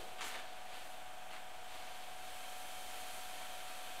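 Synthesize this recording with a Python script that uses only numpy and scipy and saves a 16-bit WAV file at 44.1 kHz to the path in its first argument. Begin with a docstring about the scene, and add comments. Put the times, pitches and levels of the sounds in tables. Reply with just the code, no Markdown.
"""An office shredder cuts a few sheets of glossy paper, in a dry room.
The paper crunches and snaps as the cutters catch it; its breaking fibres then thicken to a steady
sizzle, with a short echo from cabinet and bin. The cutting loads the induction motor, which whines
and throbs once a turn over a whirring gear train."""
import sys
import numpy as np
from scipy import signal
from scipy.fft import rfft, irfft
from scipy.io import wavfile

SR = 44100
rng = np.random.default_rng(int(sys.argv[2]) if len(sys.argv) > 2 else 0)


def dump(signal):
    """Clip the signal to [-1, 1] and save it as 16-bit WAV at the path in sys.argv[1]."""
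    limited = np.clip(np.atleast_2d(signal).T, -1, 1)
    pcm = np.round(limited * 32767).astype(np.int16)
    wavfile.write(sys.argv[1], SR, pcm)


N = 176400
T = np.arange(N) / SR
MAINS_HZ, WHINE_PER_TURN = 50, 30.13

# paper sizzle spectrum: f/Hz, relative density/dB
SIZZLE_SPECTRUM = [(1500, -20), (4000, -6), (5500, -4), (8200, 0), (11500, -2.5), (13500, -6.5),
                   (14700, -9.5), (15800, -15)]
# paper crunch spectrum: f/Hz, relative density/dB
CRUNCH_SPECTRUM = [(80, -25), (300, -5), (900, 1.5), (1600, 3.5), (3000, 0.5), (4400, -6), (5800, -16.5),
                   (9000, -15.5), (15000, -35)]


def amp(db):
    """Decibels to gain."""
    return 10 ** (np.asarray(db) / 20)


def unit(x):
    """Scales to rms 1."""
    return x / np.sqrt(np.mean(x ** 2) + 1e-20)


def curve(rows, column=1):
    """Table column interpolated over time."""
    rows = np.array(rows)
    return np.interp(T, rows[:, 0], rows[:, column])


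def colour(x, spectrum):
    """Filters x by a spectrum; rms 1."""
    hz, db = np.transpose(spectrum)
    f_hz = np.fft.rfftfreq(N, 1 / SR)
    gain = amp(np.interp(np.log(f_hz + 1), np.log(hz), db))
    return unit(irfft(rfft(x) * gain, N))


def drift(rate_hz):
    """Slow random motion; rms 1."""
    f_hz = np.fft.rfftfreq(N, 1 / SR)
    lowpass = (f_hz > 0) / (1 + (f_hz / rate_hz) ** 4)
    return unit(irfft(rfft(rng.standard_normal(N)) * lowpass, N))


def by_load(load, free, full):
    """Blends from the free-running to the full-load value."""
    return free + (full - free) * load


def cabinet_rumble(level_db=-55, decay_s=.11):
    """Soft cabinet rumble, dying away at the start."""
    # f/Hz, relative density/dB
    spectrum = [(60, -10), (180, -4), (280, -7), (480, 3), (700, -8), (1500, -20), (5000, -45)]
    return amp(level_db) * np.exp(-T / decay_s) * colour(rng.standard_normal(N), spectrum)


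def gear_mesh(turns, teeth_per_turn=4.871, backlash_cycles=.0076, waver=.15):
    """Tones of meshing teeth, loosened by backlash."""
    # harmonics of the tooth rate
    orders = [2, 3, 4, 8, 9, 10, 13]
    # per harmonic: level/dB
    levels_db = [-85.5, -80.5, -78, -67.5, -74.5, -74.5, -77.5]
    mesh_cycles = teeth_per_turn * turns + backlash_cycles * drift(4.2)
    out = np.zeros(N)
    for order, db in zip(orders, levels_db):
        gain = amp(db) * (1 + waver * drift(14))
        out += gain * np.cos(2 * np.pi * (order * mesh_cycles + rng.random()))
    return np.sqrt(2) * out


def gear_whir(turns, load, rub_db=-56, throb_depth=.0415, load_rise_db=7.5):
    """Gears and bearings rub, pulsing with the shaft and ringing the housing."""
    # f/Hz, relative density/dB
    rub_spectrum = [(20, -5), (72, -1), (150, -11.5), (260, -10), (450, -7), (570, -3.5), (690, 3.5),
                    (780, 0.5), (890, -5.5), (1130, -3), (1550, -1), (1950, -5), (2500, -4), (3400, -6),
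                    (4100, -13), (5300, -16.5), (8200, -13.5), (12000, -21.5), (14000, -19), (15800, -29)]
    # f/Hz, bandwidth/Hz, level at half load/dB
    housing_modes = [(583.5, 12, -74), (674, 34, -71.5), (1197, 45, -72.5), (1335, 44, -82),
                     (1585, 50, -71.5), (1730, 69, -80.5), (2230, 110, -70), (2500, 44, -71.5),
                     (2640, 50, -76.5), (3097, 32, -67.5), (3228, 31, -71.5), (3530, 43, -73.5),
                     (4350, 44, -76), (6220, 130, -77), (8380, 150, -78.5), (11340, 200, -80)]
    throb = 1 + throb_depth * np.cos(2 * np.pi * turns)
    out = amp(rub_db) * colour(throb * rng.standard_normal(N), rub_spectrum)
    for hz, width_hz, db in housing_modes:
        b, a = signal.iirpeak(hz, hz / width_hz, SR)
        ring = unit(signal.lfilter(b, a, throb * rng.standard_normal(N)))
        out += amp(db + load_rise_db * (load - .5)) * ring
    return out


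def motor_side_tones(turns, load, waver=.28):
    """Unsteady sidebands and octave of the whine, plus mains hum."""
    # f as a sum of multiples of: whine, shaft rate, mains
    multiples = [(1, 2, 0), (1, -2, 0), (1, -3, 0), (1, 0, -4), (1, 0, 12), (2, 0, 0), (0, 0, 4), (0, 0, 6),
                 (0, 0, 12)]
    # per tone: free level/dB, full-load level/dB
    levels_db = [(-77, -72), (-69.5, -74), (-73, -75.5), (-76.5, -72), (-83, -67.5), (-76, -77),
                 (-78, -78.5), (-81, -82), (-78, -93)]
    out = np.zeros(N)
    for (whine, shaft, mains), (free_db, full_db) in zip(multiples, levels_db):
        cycles = (whine * WHINE_PER_TURN + shaft) * turns + mains * MAINS_HZ * T + rng.random()
        shake = 1 + waver * (drift(11) + 1j * drift(8.6)) / np.sqrt(2)
        out += amp(by_load(load, free_db, full_db)) * (shake * np.exp(2j * np.pi * cycles)).real
    return np.sqrt(2) * out


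def motor_whine(turns, load, turn_swing_rad=.17, waver=.027):
    """Main motor tone: throbs once a turn, buzzes magnetically at twice the mains rate."""
    level_db = by_load(load, -56, -54.5)
    throb_depth = by_load(load, .52, .19)
    buzz_depth = by_load(load, .19, .3)
    buzz_swing_rad = by_load(load, .7, .45)
    shaft_rad = 2 * np.pi * turns
    buzz = np.cos(2 * np.pi * (2 * MAINS_HZ * T + rng.random()))
    phase_rad = WHINE_PER_TURN * shaft_rad - turn_swing_rad * np.sin(shaft_rad) + buzz_swing_rad * buzz
    envelope = 1 + throb_depth * np.cos(shaft_rad) + buzz_depth * buzz + waver * drift(3.3)
    return np.sqrt(2) * amp(level_db) * envelope * np.cos(phase_rad)


def bin_echo(x, t60_s=.13, wet_db=-8, gap_s=.002):
    """Adds the short echo of cabinet and bin."""
    t = T[:SR // 3]
    tail = rng.standard_normal(len(t)) * amp(-60 * t / t60_s) * (t > gap_s)
    wet = signal.fftconvolve(x, tail / np.linalg.norm(tail))[:N]
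    return (x + amp(wet_db) * wet) / np.sqrt(1 + amp(wet_db) ** 2)


def fibres(rate_per_s=9000, spread_db=2.5):
    """Dense clicks of breaking fibres, a few much larger than the rest; rms 1."""
    size = amp(spread_db * np.minimum(rng.exponential(1, N), 4.5))
    polarity = rng.choice([-1., 1.], N)
    breaks = rng.random(N) < rate_per_s / SR
    return unit(size * polarity * breaks)


def paper_snaps(decay_s=.001):
    """Sharp cracks as the paper's edge buckles."""
    # t/s, peak/dB
    snaps = [(.1935, -41), (.2102, -36), (.217, -37.5), (.233, -37.5), (.3565, -37), (1.324, -43)]
    out = np.zeros(N)
    for start_s, peak_db in snaps:
        envelope = (T >= start_s) * np.exp(-abs(T - start_s) / decay_s)
        crack = colour(rng.standard_normal(N) * envelope, CRUNCH_SPECTRUM)
        out += amp(peak_db) * crack / abs(crack).max()
    return out


def cutter_bites(attack_s=.0034, decay_s=.031):
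    """Bursts of crunch, sizzle and scrape as the cutters grab the paper."""
    # t/s, hold/s, crunch/dB, sizzle/dB, scrape/dB
    bites = [(0.182, .02, -51, -76, -77), (0.206, 0.028, -44.5, -63, -52.5),
             (0.238, 0.047, -47.5, -53.5, -59), (0.296, 0.032, -49.5, -61, -66),
             (0.339, 0.018, -45, -65, -65), (0.38, 0.021, -51, -66, -68), (1.305, 0.061, -52, -69, -78),
             (3.388, 0.031, -57, -72, -72)]
    # cutters on the glossy surface: f/Hz, relative density/dB
    scrape_spectrum = [(3000, -16), (5000, -4.5), (6500, -1.5), (8200, -2.5), (9500, -12), (15000, -33)]
    spectra = (CRUNCH_SPECTRUM, SIZZLE_SPECTRUM, scrape_spectrum)
    powers = np.zeros((3, N))
    for start_s, hold_s, *levels_db in bites:
        rise = np.clip((T - start_s) / attack_s, 0, 1)
        fall = np.exp(-np.maximum(T - start_s - hold_s, 0) / decay_s)
        powers += np.outer(amp(levels_db), rise * fall) ** 2
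    return sum(np.sqrt(power) * colour(fibres(), spectrum) for power, spectrum in zip(powers, spectra))


def paper_cutting():
    """Continuous tearing and sizzling of paper between the cutters."""
    # t/s, tear/dB, sizzle/dB
    levels = [(0, -56, -62), (.15, -63.5, -68), (.45, -59, -75), (.68, -63.5, -70), (.74, -53.5, -63),
              (.9, -60.5, -64), (1.08, -69, -71), (1.62, -64.5, -70), (1.73, -55.5, -63),
              (2.18, -59, -63.5), (2.28, -57.5, -59), (2.65, -58, -57.5), (2.95, -54.5, -55.5),
              (3.2, -56, -55.5), (3.42, -54.5, -58), (3.6, -55.5, -58), (4, -56, -58.5)]
    # f/Hz, relative density/dB
    tear_spectrum = [(100, -17.5), (400, -1.5), (1200, -1.5), (1900, -1.5), (2600, .5), (4200, -1.5),
                     (5300, -10.5), (9000, -18), (13000, -26), (15500, -36)]
    tear = amp(curve(levels, column=1)) * colour(fibres(), tear_spectrum)
    sizzle = amp(curve(levels, column=2)) * colour(fibres(), SIZZLE_SPECTRUM)
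    return tear + sizzle


def scene(free_hz=24.61, sag_hz=.085, wander_hz=.014, first_throb_s=.008):
    """Drive and paper, alike in both channels; the shaft slows slightly under load."""
    # t/s, load/(0..1)
    motor_load = [(0, 0.14), (1.6, 0.03), (2.2, .55), (2.45, .95), (4, 1)]
    load = curve(motor_load)
    shaft_hz = free_hz - sag_hz * load + wander_hz * drift(3.44)
    turns = np.cumsum(shaft_hz) / SR - first_throb_s * free_hz
    motor = motor_whine(turns, load) + motor_side_tones(turns, load)
    machine = motor + gear_mesh(turns) + gear_whir(turns, load) + cabinet_rumble()
    sound = machine + bin_echo(paper_cutting() + cutter_bites() + paper_snaps())
    return np.array([sound, sound])


def record(dry, cutoff_hz=15750, dc_offset=-.0048):
    """Recorder band limit and DC offset."""
    lowpass = signal.firwin(511, cutoff_hz, window=("kaiser", 9), fs=SR)
    return dc_offset + signal.oaconvolve(dry, lowpass[None], "same")


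dry = scene()
out = record(dry)
dump(out)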